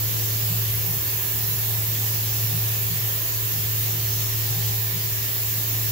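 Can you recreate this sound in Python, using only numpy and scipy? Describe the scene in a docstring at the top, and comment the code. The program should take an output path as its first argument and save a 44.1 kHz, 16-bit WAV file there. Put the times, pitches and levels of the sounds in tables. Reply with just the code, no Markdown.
"""Inside a sheet-metal enclosure a small mill cuts round a pocket in an aluminium tube, a lap in about two seconds.
A mist nozzle hisses as broad noise, built from bands of slightly varying level; motors and slides rumble lower.
The frame hums as a sine; spindle and fan sing as sines at multiples of shaft speed, among faint steady tones.
The feed drive's sine rises and falls through the frame resonances with the table speed. Two microphone ports
hear the bass alike and the hiss apart."""
import sys
import numpy as np
from scipy import signal
from scipy.fft import rfft, irfft
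from scipy.io import wavfile
from scipy.ndimage import uniform_filter1d

SR = 44100
rng = np.random.default_rng(int(sys.argv[2]) if len(sys.argv) > 2 else 0)


def inscribe(sig):
    """Save sig as 16-bit PCM at rate SR to the path in sys.argv[1].

    A 1-D sig is mono; a 2-D sig holds one channel per row.
    Samples are clipped to [-1, 1] before scaling.
    """
    pcm = np.round(np.clip(np.atleast_2d(sig).T, -1, 1) * 32767)
    wavfile.write(sys.argv[1], SR, pcm.astype(np.int16))


N = 260631
T = np.arange(N) / SR  # time, s
F = np.fft.rfftfreq(N, 1 / SR)  # frequency of each bin, Hz
SIDES = np.array([[.5], [-.5]])  # left and right share of a difference between the ports
LAP_S = 2.032


def undb(db):
    """Amplitude ratio from decibels: twenty per factor of ten."""
    return 10 ** (np.asarray(db) / 20)


def curves(table):
    """Linear interpolation in time: each column of a time table as one value per sample."""
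    s, *columns = np.transpose(table)
    return [np.interp(T, s, column) for column in columns]


def over_hz(table):
    """Interpolation on a logarithmic frequency axis: one value per bin."""
    hz, value = np.transpose(table)
    return np.interp(np.log(F + 1), np.log(hz), value)


def walk(rate):
    """Low-passed randomness: levels held 1 / rate s, smoothed by two moving averages; spread near 1."""
    hold = int(SR / rate)
    steps = np.repeat(rng.standard_normal(N // hold + 1), hold)
    return 1.52 * uniform_filter1d(uniform_filter1d(steps, hold), hold)[:N]


def wall_echoes(source):
    """Reverberation: a source spectrum reaches each port by its own exponentially decaying wall echoes."""
    t60_s = 0.16
    echoes = rng.standard_normal((2, N)) * undb(-60 * T / t60_s)
    return source * rfft(echoes) / np.sqrt(np.sum(echoes ** 2) / 2)


def noise(colour, vary_db, rate, echo_db, count=10):
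    """Partly coherent noise in overlapping bands, each varying alone in level; the port average has rms 1."""
    # likeness of the two ports: (frequency [Hz], correlation [-1 to 1])
    likeness = [(25, .95), (60, .93), (110, .88), (220, .97), (300, .82), (550, .72), (640, .8), (760, .1),
                (850, -.2), (940, .5), (1200, -.05), (2000, .05), (7000, .05), (15000, -.2)]
    # balance of the ports: (frequency [Hz], left minus right [dB])
    balance = [(100, -2), (900, 1), (1000, 2.5), (1200, 0), (3500, 1.5), (5000, 0.8), (6800, 1.5),
               (8000, -2), (10000, -1), (12500, -3.5), (14300, -1.5), (15000, -3), (15700, -5)]
    # standing waves in the enclosure: (frequency [Hz], width [Hz], left boost [dB], right boost [dB])
    standing_waves = [(1700, 90, 2.1, 0.0), (1820, 90, 0.0, 2.5), (2756, 130, 1.8, 0.0),
                      (3531, 130, 0.0, 1.3), (11714, 130, 1.5, 0.0), (12489, 130, 0.0, 1.5),
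                      (12919, 130, 0.0, 2.3), (13178, 130, 1.3, 0.0), (14211, 130, 0.0, 1.8),
                      (15417, 130, 0.0, 1.8)]
    alike = np.clip(over_hz(likeness), -1, 1)
    mid, side, source = rfft(rng.standard_normal((3, N)))
    pair = np.sqrt(1 + alike) * mid + 2 * SIDES * np.sqrt(1 - alike) * side
    pair = pair + undb(echo_db) * wall_echoes(source)
    waves_db = sum(np.array([[left_db], [right_db]]) / (1 + (2 * (F - hz) / width) ** 2)
                   for hz, width, left_db, right_db in standing_waves)
    pair = pair * undb(over_hz(colour) + SIDES * over_hz(balance) + waves_db)

    # raised-cosine bands, evenly spaced in log frequency across the colour table
    low, high = np.log(colour[0][0]), np.log(colour[-1][0])
    place = (np.log(F + 1) - low) / (high - low) * count
    out = 0
    for k in range(count + 1):
        window = np.cos(np.pi / 2 * np.clip(place - k, -1, 1)) ** 2
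        out = out + undb(vary_db * walk(rate)) * irfft(pair * window, N)
    return out / np.sqrt(np.mean(out.mean(axis=0) ** 2))


def tone(turns, db, pan_db, lead):
    """Simple harmonic motion: a sine at both ports, its rms in dB, the left port leading by lead rad."""
    return np.sqrt(2) * undb(db + SIDES * pan_db) * np.sin(2 * np.pi * turns + SIDES * lead)


def orders(turns, multiples, table, waver_db, sway, rate):
    """Order spectrum: multiples of one rotation, wavering in level and swaying (rad) between the ports."""
    out = 0
    for k, (db, pan_db, lead) in zip(multiples, table):
        level_db = db + waver_db * walk(3.0)
        out = out + tone(k * turns + rng.random(), level_db, pan_db, lead + sway * walk(rate))
    return out


def feed_speed():
    """Sinusoidal motion: signed speed of the long axis, 1 at its fastest, out and back once a lap."""
    fastest_s = 0.712
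    return np.cos(2 * np.pi * (T - fastest_s) / LAP_S)


def faint_tones():
    """Line spectrum: faint tones of steady pitch that fade together exponentially."""
    # frequency of each tone: (frequency [Hz])
    tones_hz = [299.7, 475.0, 553.6, 898.0, 1280.0, 2560.1, 2765.8]
    # the same tones, levels halfway through: (level [dB], left minus right [dB], left leads [rad])
    tone_levels = [(-62.5, 1, .3), (-61, 0, -.2), (-62, 7, 1), (-68, 0, 2.8), (-65, 0, 3), (-64, -6, 0),
                   (-65, 6, -.1)]
    fade_db_per_s = 1.1
    fade = undb(fade_db_per_s * (T[-1] / 2 - T))
    return fade * orders(T, tones_hz, tone_levels, 2, .2, 28)


def fan():
    """Rotational harmonics: the fan sounds at whole multiples of its constant shaft rate."""
    # multiples of the shaft rate that sound: (order [1])
    fan_multiples = [1, 6, 7, 8, 10, 11, 12, 13, 14, 15, 16, 17, 18, 23, 24, 25]
    # the same orders: (level [dB], left minus right [dB], left leads [rad])
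    fan_levels = [(-54, -1, 0), (-62, 1, .2), (-68, 0, -.2), (-60.5, -1, .5), (-64, -5, .6),
                  (-69, -5, -1.7), (-70, 2, -.5), (-61, 4, -.2), (-61.5, 11, 1.1), (-68, 8, -.7),
                  (-63, 7, .6), (-64, -1, 1.9), (-71, -4, -.6), (-62, 0, 2.8), (-62, -2, .4),
                  (-61, 5, -2.8)]
    fan_hz = 73.145
    return orders(fan_hz * T, fan_multiples, fan_levels, 1.6, .3, 28)


def rumble():
    """Forced broadband vibration: motors and slides shake the frame, the low part following the feed speed."""
    # colour of the rumble: (frequency [Hz], relative spectral level [dB per Hz])
    rumble_colour = [(20, -22), (57, -7), (66, -2.5), (76, -3.5), (95, -1), (135, -2), (165, -3.5),
                     (200, -13.5), (262, -18), (290, -12.5), (500, -17.5), (620, -19), (680, -15.5),
                     (790, -15), (825, -15), (855, -24), (950, -17), (1120, -18.5), (1500, -17),
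                     (1550, -24), (1800, -38)]
    # bands whose level varies quickly: (centre [Hz], width [Hz], depth [dB], changes per second [1/s])
    varying_bands = [(235, 95, 6, 13), (815, 120, 7, 18)]
    start_db, fade_db_per_s = -39, 0.25
    low_hz, rest_db = 288, -3.5  # below low_hz the rumble sinks while the long axis turns round
    whole = noise(rumble_colour, 0.8, 12, -21.0, count=15)
    for hz, width, depth_db, rate in varying_bands:
        band = irfft(rfft(whole) / (1 + (2 * (F - hz) / width) ** 6), N)
        gain = undb(depth_db * np.tanh(1.5 * walk(rate)))
        gain = gain / np.sqrt(np.mean(gain ** 2))
        whole = whole + (gain - 1) * band
    low = irfft(rfft(whole) / (1 + (F / low_hz) ** 8), N)
    low_db = rest_db * (1 - np.abs(feed_speed())) ** 2
    return undb(start_db - fade_db_per_s * T) * (whole - low + undb(low_db) * low)


def jet_body():
    """Jet impingement: broad noise where the mist strikes the work, its treble swelling once a lap."""
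    # colour of the jet body: (frequency [Hz], relative spectral level [dB per Hz])
    body_colour = [(1400, -46), (1570, -4.5), (1700, -1), (2200, -2), (2800, -0.5), (4500, -1),
                   (6200, -0.2), (7300, 1.5), (7700, -2), (8200, -7), (8700, -9), (9500, -6)]
    start_db, rise_db_per_s = -36.5, 0.1238
    bright_hz, swing_db, brightest_s = 3660, 0.97, 0.15
    body = noise(body_colour, 1.19, 22.034, -0.16, count=20)
    dull = irfft(rfft(body) / (1 + (F / bright_hz) ** 4), N)
    bright_db = swing_db * np.cos(2 * np.pi * (T - brightest_s) / LAP_S)
    return undb(start_db + rise_db_per_s * T) * (dull + undb(bright_db) * (body - dull))


def nozzle_sizzle():
    """Turbulent jet noise: the air leaving the nozzle sizzles high up."""
    # colour of the sizzle: (frequency [Hz], relative spectral level [dB per Hz])
    sizzle_colour = [(8300, -41), (8800, -27.5), (10200, -13), (10900, -10), (11700, -5), (12900, -3.5),
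                     (14000, -5), (14700, 0.5), (14900, -0.5), (15400, 2), (15750, 1)]
    # level of the sizzle: (time [s], level [dB])
    sizzle_level = [(0, -28.5), (1.1, -27.5), (4.6, -28.5), (5.0, -29), (5.5, -28), (5.91, -28)]
    level_db, = curves(sizzle_level)
    return undb(level_db) * noise(sizzle_colour, 0.54, 17, 2.8, count=10)


def frame_hum():
    """Forced vibration at one frequency: the frame's hum swells and sinks with each lap."""
    # hum through one lap: (time into the lap [s], level [dB])
    hum_level = [(0, -29), (.22, -29.5), (.6, -26.5), (.76, -29.5), (.86, -31.5), (1.15, -32.5),
                 (1.26, -36.5), (1.34, -32), (1.46, -32.5), (1.55, -31), (1.8, -29)]
    hum_hz = 110.2
    pan_db, pan_per_db = 3.5, -0.2  # left minus right at the lap's start, and its change per dB of hum
    s, level_db = np.transpose(hum_level)
    hum_db = np.interp(T, s, level_db, period=LAP_S)
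    balance_db = pan_db + pan_per_db * (hum_db - hum_db[0]) + 1.2 * walk(7.9)
    return tone(hum_hz * T, hum_db, balance_db, -0.16)


def feed_drive():
    """Resonant transmission: the long axis's tone follows table speed and the frame weights it by frequency."""
    # how the frame passes the tone: (frequency [Hz], gain [dB])
    frame_response = [(40, -28), (90, -14), (125, 0), (142, -12), (160, 1.5), (172, -7.5), (182, -21),
                      (200, -21)]
    top_hz = 193.5
    out_db, back_db = -35.5, -42  # before the frame's gain
    speed = feed_speed()
    hz = top_hz * np.abs(speed)
    db = np.where(speed > 0, out_db, back_db) + np.interp(hz, *np.transpose(frame_response))
    return tone(np.cumsum(hz) / SR + rng.random(), db + 1.5 * walk(4), 1.5, 0)


def cross_axis():
    """Passage through resonance: each lap the cross axis glides past a frame resonance in a brief swell."""
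    centre_s, spread_s = 0.11, 0.041  # time into the lap, and standard deviation of the swell
    centre_hz, glide_hz_per_s, peak_db = 155, 200, -42
    u = (T - centre_s + LAP_S / 2) % LAP_S - LAP_S / 2  # time from the nearest swell, s
    turns = centre_hz * T + glide_hz_per_s * u ** 2 / 2
    return np.exp(-.5 * (u / spread_s) ** 2) * tone(turns, peak_db, 0, 0)


def spindle():
    """Phase-locked harmonics: shaft orders and motor-slot whine share one speed, which sags under load."""
    # slot whine: (time [s], pitch [Hz], level [dB])
    slot_whine = [(0, 7335, -50), (.6, 7330.5, -49), (1, 7321, -48.5), (1.5, 7320, -50), (1.9, 7331.5, -54),
                  (3, 7329.5, -47), (3.6, 7330, -45), (3.9, 7335, -48), (4.7, 7335.5, -49),
                  (5.1, 7335, -55), (5.91, 7333, -47)]
    # multiples of the shaft rate that sound: (order [1])
    spindle_multiples = [2, 6, 10, 12, 18, 35, 40]
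    # the same orders: (level [dB], left minus right [dB], left leads [rad])
    spindle_levels = [(-58, 1, -.2), (-49.5, 0, 0), (-61.5, -1, -.3), (-52, 0, -3.05), (-66, 2, .6),
                      (-62, -4, 1.3), (-63, 0, 2.8)]
    slots, whine_lead = 110, 2.7  # whine cycles per turn; left leads, rad
    fifth_db, fifth_pan_db, fifth_lead = -56.5, -4, 0.22  # fifth order: dB, dB, rad
    dip_s, dip_spread_s, dip_db = 0.69, 0.07, 12  # its dip once a lap: time into the lap, spread, depth
    hz, whine_db = curves(slot_whine)
    turns = np.cumsum(hz / slots) / SR
    dip = dip_db * np.exp(-.5 * ((T % LAP_S - dip_s) / dip_spread_s) ** 2)
    fifth = tone(5 * turns, fifth_db - dip + 2 * walk(7), fifth_pan_db, fifth_lead)
    whine = tone(slots * turns, whine_db + 1.5 * walk(9), 0, whine_lead)
    return orders(turns, spindle_multiples, spindle_levels, .4, .6, 15) + fifth + whine


def scene():
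    """Linear superposition: the pressures of all sources add at the two ports."""
    background = faint_tones() + fan() + rumble()
    mist = jet_body() + nozzle_sizzle()
    frame = frame_hum() + feed_drive() + cross_axis()
    return background + mist + frame + spindle()


def record(dry):
    """Band limitation: an elliptic low-pass cuts the top steeply."""
    top_hz = 15745
    return signal.sosfilt(signal.ellip(14, .3, 75, top_hz, fs=SR, output="sos"), dry)


dry = scene()
out = record(dry)
inscribe(out)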